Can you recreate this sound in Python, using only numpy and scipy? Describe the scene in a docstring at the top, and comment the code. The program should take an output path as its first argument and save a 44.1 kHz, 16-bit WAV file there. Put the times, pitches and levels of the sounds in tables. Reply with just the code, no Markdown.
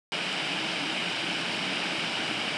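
"""Muddy flood water pours across a road below a hillside, heard from beside a car. After a short silence the
rush cuts in at full strength: ringing bubbles, a patter of spray and a noise wash, with wavering sines as a low
drone beneath. Early on, one struck resonance ticks as a close droplet. The drone's tones swell now and again,
from about half a second to the end. The deep rumble rises until the middle, dips and returns."""
import sys
import numpy as np
from scipy import signal
from scipy.fft import rfft, irfft
from scipy.io import wavfile

SR = 44100
rng = np.random.default_rng(int(sys.argv[2]) if len(sys.argv) > 2 else 0)


def dump_mix(stems):
    """Bounce the given channels to the path in sys.argv[1] as a 16-bit WAV at rate SR."""
    frames = np.atleast_2d(stems).T  # one column per channel
    limited = np.clip(frames, -1, 1)  # hard clip at full scale
    pcm = np.round(limited * 32767).astype(np.int16)
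    wavfile.write(sys.argv[1], SR, pcm)


N = 113337


def from_db(db):
    """Decibels to gain."""
    return 10 ** (np.asarray(db) / 20)


def rms_one(x):
    """Scale to an rms of one."""
    return x / np.sqrt(np.mean(x ** 2) + 1e-20)


def level(curve):
    """Gain at every sample, from points of time in seconds and level in dB."""
    return from_db(np.interp(np.arange(N) / SR, *np.transpose(curve)))


def drift(corner_hz):
    """Slow random motion with a spread of one: noise through two equal low-pass poles."""
    step = 40   # samples between the slow points
    pole = np.exp(-2 * np.pi * corner_hz * step / SR)
    noise = rng.standard_normal(N // step + 2002)
    slow = signal.lfilter([1], [1, -2 * pole, pole ** 2], noise)[2000:]   # skip the filter's start
    return np.interp(np.arange(N) / step, np.arange(len(slow)), rms_one(slow))


def sine(pitch_hz):
    """A sine of rms one that follows a moving pitch."""
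    return np.sqrt(2) * np.sin(2 * np.pi * np.cumsum(pitch_hz) / SR)


def ring(clicks, hz, t60_s):
    """Each click strikes a resonance: a decaying sine, near the click's height, down 60 dB after t60_s."""
    radius = np.exp(-np.log(1000) / (t60_s * SR))
    turn = 2 * np.pi * hz / SR
    return signal.lfilter([0, np.sin(turn)], [1, -2 * radius * np.cos(turn), radius ** 2], clicks + 1e-18)


def grains(per_s, spread_db):
    """Clicks at random times and of either sign, many small and a few large."""
    boost_db = spread_db * np.minimum(rng.exponential(1, N), 4.5)
    sizes = from_db(boost_db) * rng.choice([-1, 1], N)
    return sizes * (rng.random(N) < per_s / SR)


# Tone colour of the rushing water. Each row: frequency in Hz, relative spectrum level in dB.
WATER_COLOUR = [(25, -36), (50, -39), (100, -18.5), (155, -1.5), (300, -2.6), (410, -6), (480, -9.5),
                (620, -5.5), (780, -5), (900, -6), (1100, -10.5), (1550, -5.5), (1930, -9.5), (2280, -2.5),
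                (2500, -3), (2720, -5.5), (2830, -1.1), (3090, -1.74), (3220, -5.5), (3400, -10.5),
                (3700, -9), (3950, -10.5), (4230, -15.5), (4850, -11.5), (5600, -16.5), (6250, -24.5),
                (8700, -23.5), (10000, -31), (11700, -43), (12500, -52)]


def water_colour(x):
    """Filter a sound with the water's spectrum, interpolated over log frequency; rms one."""
    hz, db = np.transpose(WATER_COLOUR)
    bins_hz = np.maximum(np.fft.rfftfreq(2 * N, 1 / SR), 1)
    gain = from_db(np.interp(np.log(bins_hz), np.log(hz), db))
    return rms_one(irfft(rfft(x, 2 * N) * gain)[:N])


BUBBLE_DB, BUBBLES_PER_S, BUBBLE_SPREAD_DB = -37, 6000, 2.5
BUBBLE_LOW_HZ, BUBBLE_HIGH_HZ = 399.4, 5540
BUBBLE_CYCLES = 15.8   # cycles until a ring has fallen 60 dB


def bubbles(count=40):
    """Bubbles of many sizes close at random; each rings at its own pitch, the lower the longer."""
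    clicks = grains(BUBBLES_PER_S, BUBBLE_SPREAD_DB)
    dealt = rng.integers(0, count, N)   # which pitch each click strikes
    rings = np.zeros(N)
    for k, hz in enumerate(np.geomspace(BUBBLE_LOW_HZ, BUBBLE_HIGH_HZ, count)):
        rings += ring(clicks * (dealt == k), hz, BUBBLE_CYCLES / hz)
    return from_db(BUBBLE_DB) * water_colour(np.diff(rings, prepend=0))


SPRAY_DB, SPRAY_PER_S, SPRAY_SPREAD_DB, SPRAY_LOW_HZ = -42.5, 2500, 2, 1730


def spray():
    """Fine drops fall back on the water: dense high-passed clicks, a bright patter."""
    high_pass = signal.butter(2, SPRAY_LOW_HZ, "high", fs=SR, output="sos")
    patter = signal.sosfilt(high_pass, grains(SPRAY_PER_S, SPRAY_SPREAD_DB))
    return from_db(SPRAY_DB) * water_colour(patter)


WASH_DB, WASH_FLUTTER_DB, FLUTTER_HZ = -32.5, 0.55, 37
RUMBLE_HZ, CHURN_HZ = 131, 402   # upper edges of the two lowest bands
# Balance of the deep rumble in the wash. 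Each row: time in seconds, relative level in dB.
RUMBLE_LEVEL = [(.12, -3.5), (.6, -1.5), (1.1, 2.5), (1.5, 3.5), (1.85, -3), (2.15, 5), (2.57, 2.5)]
# Balance of the low churning above the rumble. Each row: time in seconds, relative level in dB.
CHURN_LEVEL = [(.12, -1), (.45, -2), (.8, 0), (1.03, -1.5), (1.4, 0), (1.7, 1.5), (2.05, -.3), (2.3, 1),
               (2.57, -1.5)]


def wash():
    """The far churning: noise split into rumble, churn and the octaves above, each fluttering on its own."""
    white = rfft(rng.standard_normal(N))
    bins_hz = np.fft.rfftfreq(N, 1 / SR)
    # 0 is the rumble, 1 the churn, 2 and up the octaves
    band = np.ceil(np.log2(np.maximum(bins_hz / CHURN_HZ, 1))) + (bins_hz > RUMBLE_HZ)
    bands = []
    for k in np.unique(band):
        flutter = from_db(WASH_FLUTTER_DB * drift(FLUTTER_HZ))
        bands.append(irfft(white * (band == k), N) * flutter)
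    rumble, churn, *octaves = bands
    roar = rumble * level(RUMBLE_LEVEL) + churn * level(CHURN_LEVEL) + sum(octaves)
    return from_db(WASH_DB) * water_colour(roar)


SWELL_WANDER_HZ, SWELL_WANDER_RATE_HZ = 4.06, 14
# Swells of the drone's low tones. Each row: middle in seconds, full length in seconds, pitch in Hz, rms level
# in dB at the top of the swell.
DRONE_SWELLS = [(0.543, .11, 180, -43), (0.602, 0.23, 320, -41.5), (0.822, .1, 173.3, -44),
                (.83, .1, 287.6, -40), (0.886, 0.074, 317.8, -42), (1.085, 0.12, 179, -40),
                (1.23, 0.061, 331.3, -41), (1.308, 0.089, 182.4, -45), (1.49, .11, 180, -42),
                (1.54, .1, 318, -43), (1.695, 0.23, 180, -43), (2.046, 0.092, 167.2, -41.5),
                (2.382, 0.1, 297, -45)]


def drone_swells():
    """The drone's low tones swell up now and again and sink back, unsteady in pitch."""
    t, out = np.arange(N) / SR, np.zeros(N)
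    for middle, length, hz, db in DRONE_SWELLS:
        swell = np.cos(np.pi * np.clip((t - middle) / length, -.5, .5)) ** 2
        pitch_hz = hz + SWELL_WANDER_HZ * drift(SWELL_WANDER_RATE_HZ)
        out += from_db(db) * swell * sine(pitch_hz)
    return out


DROPLET_HZ, DROPLET_T60_S = 8000, .0013
DROPLET_LOW_HZ, DROPLET_HIGH_HZ = 6300, 9700   # band-pass edges
# A close droplet. Each row: time in seconds, strike level in dB ahead of the resonance and band-pass.
DROPLETS = [(.3288, -25)]


def droplets():
    """A near drop lands with a tiny high tick: a very short band-passed ring."""
    clicks = np.zeros(N)
    for s, db in DROPLETS:
        clicks[int(s * SR)] = from_db(db)
    band_pass = signal.butter(2, [DROPLET_LOW_HZ, DROPLET_HIGH_HZ], "band", fs=SR, output="sos")
    return signal.sosfilt(band_pass, ring(clicks, DROPLET_HZ, DROPLET_T60_S))


DRONE_WAVER_DB, DRONE_WAVER_HZ = 3.5, 11.4
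# Tones of the low drone. Each row: pitch in Hz, pitch wander in Hz, middle level in dB around which it wavers.
DRONE_TONES = [(180, 2.9, -56.5), (285, 7.86, -56), (321.6, 2.2, -52)]


def drone():
    """Low sines that waver in strength and pitch, perhaps the idling car."""
    out = np.zeros(N)
    for hz, wander_hz, db in DRONE_TONES:
        strength = from_db(db + DRONE_WAVER_DB * drift(DRONE_WAVER_HZ))
        out += strength * sine(hz + wander_hz * drift(DRONE_WAVER_HZ))
    return out


# Strength of the flow. Each row: time in seconds, level in dB.
FLOW_LEVEL = [(.12, -0.04), (.7, 0), (1.1, 0), (1.9, 0.36), (2.57, 0)]


def scene():
    """The flow drives bubbles, spray and wash together; the drone's swells, droplet and drone are added to it."""
    water = level(FLOW_LEVEL) * (bubbles() + spray() + wash())
    return (water + drone_swells() + droplets() + drone())[None]


START_S, CUTOFF_HZ = .12, 12100


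def record(dry):
    """The sound cuts in abruptly; a steep elliptic low-pass takes off the top."""
    live = np.arange(N) / SR >= START_S
    low_pass = signal.ellip(10, .1, 80, CUTOFF_HZ, fs=SR, output="sos")   # ripple, then stop depth in dB
    return signal.sosfilt(low_pass, dry * live)


dry = scene()
out = record(dry)
dump_mix(out)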